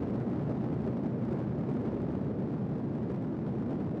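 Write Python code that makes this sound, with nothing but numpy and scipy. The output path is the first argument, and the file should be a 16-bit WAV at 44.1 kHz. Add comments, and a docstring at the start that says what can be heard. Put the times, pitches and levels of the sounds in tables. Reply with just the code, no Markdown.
"""Distant rocket climbing away

The turbulent exhaust gives a deep rumble and a surging roar, with a fine crackle of weak shocks and
clusters of sharper cracks. The sound overloads the recorder: the tallest waves are cut flat and rasp.
Halfway through, the level eases down by about two decibels."""
import sys
import numpy as np
from scipy import signal
from scipy.fft import rfft, irfft
from scipy.io import wavfile
from scipy.ndimage import uniform_filter1d

SR = 44100
rng = np.random.default_rng(int(sys.argv[2]) if len(sys.argv) > 2 else 0)


def dump_mix(stems):
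    """Bounce the given channels to the path in sys.argv[1] as a 16-bit WAV at rate SR."""
    frames = np.atleast_2d(stems).T  # one column per channel
    limited = np.clip(frames, -1, 1)  # hard clip at full scale
    pcm = np.round(limited * 32767).astype(np.int16)
    wavfile.write(sys.argv[1], SR, pcm)


N = 176400
TIME, HZ = np.arange(N) / SR, np.arange(N // 2 + 1) * SR / N
DEEP_TOP_HZ, RUMBLE_TOP_HZ, ROAR_TOP_HZ = 112.7, 291.3, 657  # crossovers between the jet's layers


def rumble():
    """The body of the jet: low turbulence that rolls louder and softer."""
    # The rumble's swells. Each row: time in seconds, relative level in dB.
    swells = [(0.0, -34.5), (0.32, -29.5), (0.96, -32), (1.04, -29.5), (1.52, -31.5), (1.76, -28),
              (1.92, -34.5), (2.16, -30.5), (2.32, -32), (2.4, -31), (2.56, -31.5), (2.64, -30),
              (2.96, -32.0), (3.04, -30.5), (3.36, -32.6), (3.44, -31), (3.68, -31), (4.0, -31)]
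    return from_db(-31 + 0.74 * swing_db(swells)) * turbulence(DEEP_TOP_HZ, RUMBLE_TOP_HZ)


def roar(burst_db):
    """Midrange turbulence: slow swells with the jet's surges on top."""
    # The roar's swells. Each row: time in seconds, relative level in dB.
    swells = [(0.0, -33.5), (0.56, -38.5), (0.88, -36), (1.04, -37.0), (1.68, -37.5), (1.76, -36),
              (2.32, -37), (2.4, -34.5), (2.48, -36), (2.56, -38), (2.64, -38.3), (2.88, -37.5),
              (3.04, -37), (3.28, -38.5), (3.76, -38), (4.0, -42.6)]
    return from_db(-33 + swing_db(swells) + burst_db) * turbulence(RUMBLE_TOP_HZ, ROAR_TOP_HZ)


def bursts_db(flutter_per_s=76):
    """The jet surges in short tearing bursts and flutters; returns boosts for roar and treble."""
    # The surges. Each row: centre in seconds, length in seconds, roar boost in dB, treble boost in dB.
    surges = [(0.157, 0.016, 4, 4.5), (0.218, 0.043, 1, 3.5), (0.345, 0.022, 2.5, 0.5),
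              (0.505, 0.026, 9.5, 2), (0.654, 0.045, 3, 1), (0.729, 0.045, 4.5, -0.8),
              (0.878, 0.018, 7.5, 3.5), (0.975, 0.012, 1.5, 2.0), (1.036, 0.015, 4.5, 0.5),
              (1.144, 0.045, 2.3, -2), (1.326, 0.04, 7, 2.5), (1.4, 0.032, 4, 2.5), (1.58, 0.042, 4.5, 0.5),
              (1.691, 0.024, 4.5, 0.5), (1.771, 0.012, 4.5, 0.5), (1.868, 0.045, 3, 2.2),
              (1.95, 0.045, 4, 0.5), (2.022, 0.044, 2, -0.5), (2.1, 0.027, 4.5, 1), (2.305, 0.022, 5, 2),
              (2.528, 0.025, 2, 2.1), (2.79, 0.045, 0.8, 0.3), (2.943, 0.045, 1.3, 1.3),
              (3.107, 0.04, 4.5, 4), (3.162, 0.015, -2, 2.5), (3.233, 0.032, 3.5, 1.5),
              (3.325, 0.045, 2.5, 0), (3.487, 0.045, 1.5, 3.3), (3.554, 0.013, 4, 3.5),
              (3.609, 0.045, 2, 3.5), (3.721, 0.041, 6.5, 4.5), (3.81, 0.045, 3, 4.5),
              (3.879, 0.024, 4.5, 3.9), (3.964, 0.044, 9.5, 4.5)]
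    flutter_db = 0.66 * drift(flutter_per_s)
    roar_db, treble_db = 0.37 * flutter_db, flutter_db
    for centre, length, roar_boost, treble_boost in surges:
        bell = np.exp(-np.minimum(2 * ((TIME - centre) / length) ** 2, 20))
        roar_db = roar_db + roar_boost * bell
        treble_db = treble_db + treble_boost * bell
    return roar_db, treble_db


def deep_bass():
    """The weight under the rumble: the jet's lowest turbulence, slowly heaving."""
    # The bass swells. Each row: time in seconds, relative level in dB.
    swells = [(0.0, -37), (0.24, -47.5), (0.4, -45), (0.88, -42.5), (0.96, -46.5), (1.52, -42.0),
              (1.76, -49), (1.84, -41), (2.08, -40), (2.4, -43.5), (2.64, -43), (2.8, -46), (3.2, -44.3),
              (3.36, -46), (3.44, -44), (4.0, -47.5)]
    return from_db(-33 + 0.74 * swing_db(swells)) * turbulence(0.94, DEEP_TOP_HZ)


def treble(burst_db):
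    """The jet's top end: turbulent hiss and crackle swell and surge together."""
    # The treble's swells. Each row: time in seconds, relative level in dB.
    swells = [(0.0, -50), (0.24, -59), (0.32, -51.5), (0.56, -55.5), (0.8, -54.5), (1.6, -55.5),
              (1.84, -55), (2.08, -54.5), (2.16, -55.5), (2.32, -58.5), (2.4, -57), (3.36, -56.5),
              (3.68, -58.5), (4.0, -60.2)]
    hiss = from_db(-34.5) * turbulence(ROAR_TOP_HZ, SR)
    return from_db(0.49 * swing_db(swells) + burst_db) * (hiss + from_db(-37) * crackle())


def crackle(shocks_per_s=700, spread_db=4):
    """Weak shocks of uneven size arrive at random."""
    sizes = from_db(spread_db * np.minimum(rng.exponential(1, N), 4))
    signs = rng.choice([-1, 1], N)
    arrivals = rng.random(N) < shocks_per_s / SR
    return exhaust_band(sizes * signs * arrivals, ROAR_TOP_HZ, SR)


def cracks(count=3, length_s=0.003, relax_hz=600, air_loss_hz=6000):
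    """Each crack is a few shock fronts in close succession: the pressure jumps up and falls back."""
    # The sharpest cracks. Each row: start in seconds, relative level in dB.
    hits = [(0.1045, -57), (0.1441, -58), (0.1584, -58), (0.2006, -56.5), (0.2994, -58), (0.4225, -58),
            (0.4943, -58), (0.509, -55), (0.645, -58), (0.741, -58), (0.819, -58), (0.8639, -56.5),
            (0.875, -58), (1.0355, -57), (1.25, -57), (1.3117, -60), (1.3304, -54), (1.3902, -58.5),
            (1.5864, -58), (1.6994, -56.5), (1.728, -62), (1.739, -56), (1.7659, -57), (1.8152, -59),
            (1.858, -60), (1.8756, -58), (2.017, -55), (2.1186, -58.5), (2.247, -58.5), (2.7824, -57.5),
            (3.1175, -54), (3.1472, -58), (3.1604, -57), (3.2227, -55.5), (3.707, -57)]
    starts, levels_db = np.transpose(hits)
    lags = length_s * (np.arange(count) + rng.random((len(starts), count))) / count
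    arrivals = ((starts[:, None] + lags) * SR).astype(int)
    fronts = np.zeros(N)
    fronts[arrivals] = from_db(levels_db + 10)[:, None]
    decay = np.exp(-2 * np.pi * relax_hz / SR)
    pressure = signal.lfilter([1], [1, -decay], fronts + 1e-18)
    return signal.lfilter(*signal.butter(1, air_loss_hz, fs=SR), pressure)  # air rounds the fronts


def turbulence(low_hz, high_hz, steady_s=0.12):
    """Smooth mixing noise of the jet in one band, its slow level held steady."""
    noise = exhaust_band(rng.standard_normal(N), low_hz, high_hz)
    local_power = uniform_filter1d(noise ** 2, int(steady_s * SR))
    return noise * np.sqrt(np.mean(noise ** 2) / local_power)


def exhaust_band(source, low_hz, high_hz):
    """Give a white source the exhaust's dark colour at about rms 1, then keep one band of it."""
    # The exhaust's spectrum. Each row: frequency in Hz, relative spectral density in dB.
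    spectrum = [(45, -43.5), (65, -10.5), (100, -5), (125, 0.5), (180, -1.5), (210, 0.5), (260, -3),
                (360, -6), (500, -12.5), (1000, -26.5), (2000, -39), (3000, -48.5), (5200, -56.5),
                (6200, -62), (11000, -72.5)]
    points_hz, points_db = np.transpose(spectrum)
    hz = np.maximum(HZ, 1)
    colour = rms_one(from_db(np.interp(np.log(hz), np.log(points_hz), points_db)))
    band = below(low_hz, hz, order=6) * below(hz, high_hz, order=6)
    return irfft(rfft(rms_one(source)) * colour * band, N)


def swing_db(contour):
    """Swing of a level contour about its mean, with the overall fade taken out."""
    level = np.interp(TIME, *np.transpose(contour)) - fade_db()
    return level - level.mean()


def fade_db():
    """The overall level eases down once, halfway through."""
    return np.interp(TIME, [2.07, 2.75], [0, -1.9])


def drift(rate_hz):
    """A smooth random wander with rms 1."""
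    return rms_one(irfft(rfft(rng.standard_normal(N)) * below(HZ, rate_hz, order=2), N))


def below(hz, edge_hz, order):
    """Gain of a low-pass; with the two frequencies swapped, of a high-pass."""
    return 1 / np.sqrt(1 + (hz / edge_hz) ** (2 * order))


def from_db(db):
    """Decibels to gain."""
    return 10 ** (np.asarray(db) / 20)


def rms_one(x):
    """Scale to rms 1."""
    return x / np.sqrt(np.mean(x ** 2) + 1e-20)


def scene():
    """One jet in mono, layered from bass to treble; the higher layers surge and crack."""
    roar_db, treble_db = bursts_db()
    return (deep_bass() + rumble() + roar(roar_db) + treble(treble_db) + cracks())[None]


def record(dry):
    """The overloaded input rounds and clips the waves; the level eases down, lows and top are cut."""
    knee, ceiling = from_db(-14), from_db(-26.2)
    clipped = np.clip(knee * np.tanh(dry / knee), -ceiling, ceiling)
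    edge = 0.004 * SR
    soft_ends = np.interp(np.arange(N), [0, edge, N - edge, N], [0, 1, 1, 0])
    faded = clipped * from_db(fade_db()) * soft_ends
    bass_cut = below(30, np.maximum(HZ, 1), order=2)
    top_cut = below(HZ, 12200, order=2) * below(HZ, 12000, order=60)  # gentle dulling, then a wall
    return irfft(rfft(faded) * bass_cut * top_cut, N)


dry = scene()
out = record(dry)
dump_mix(out)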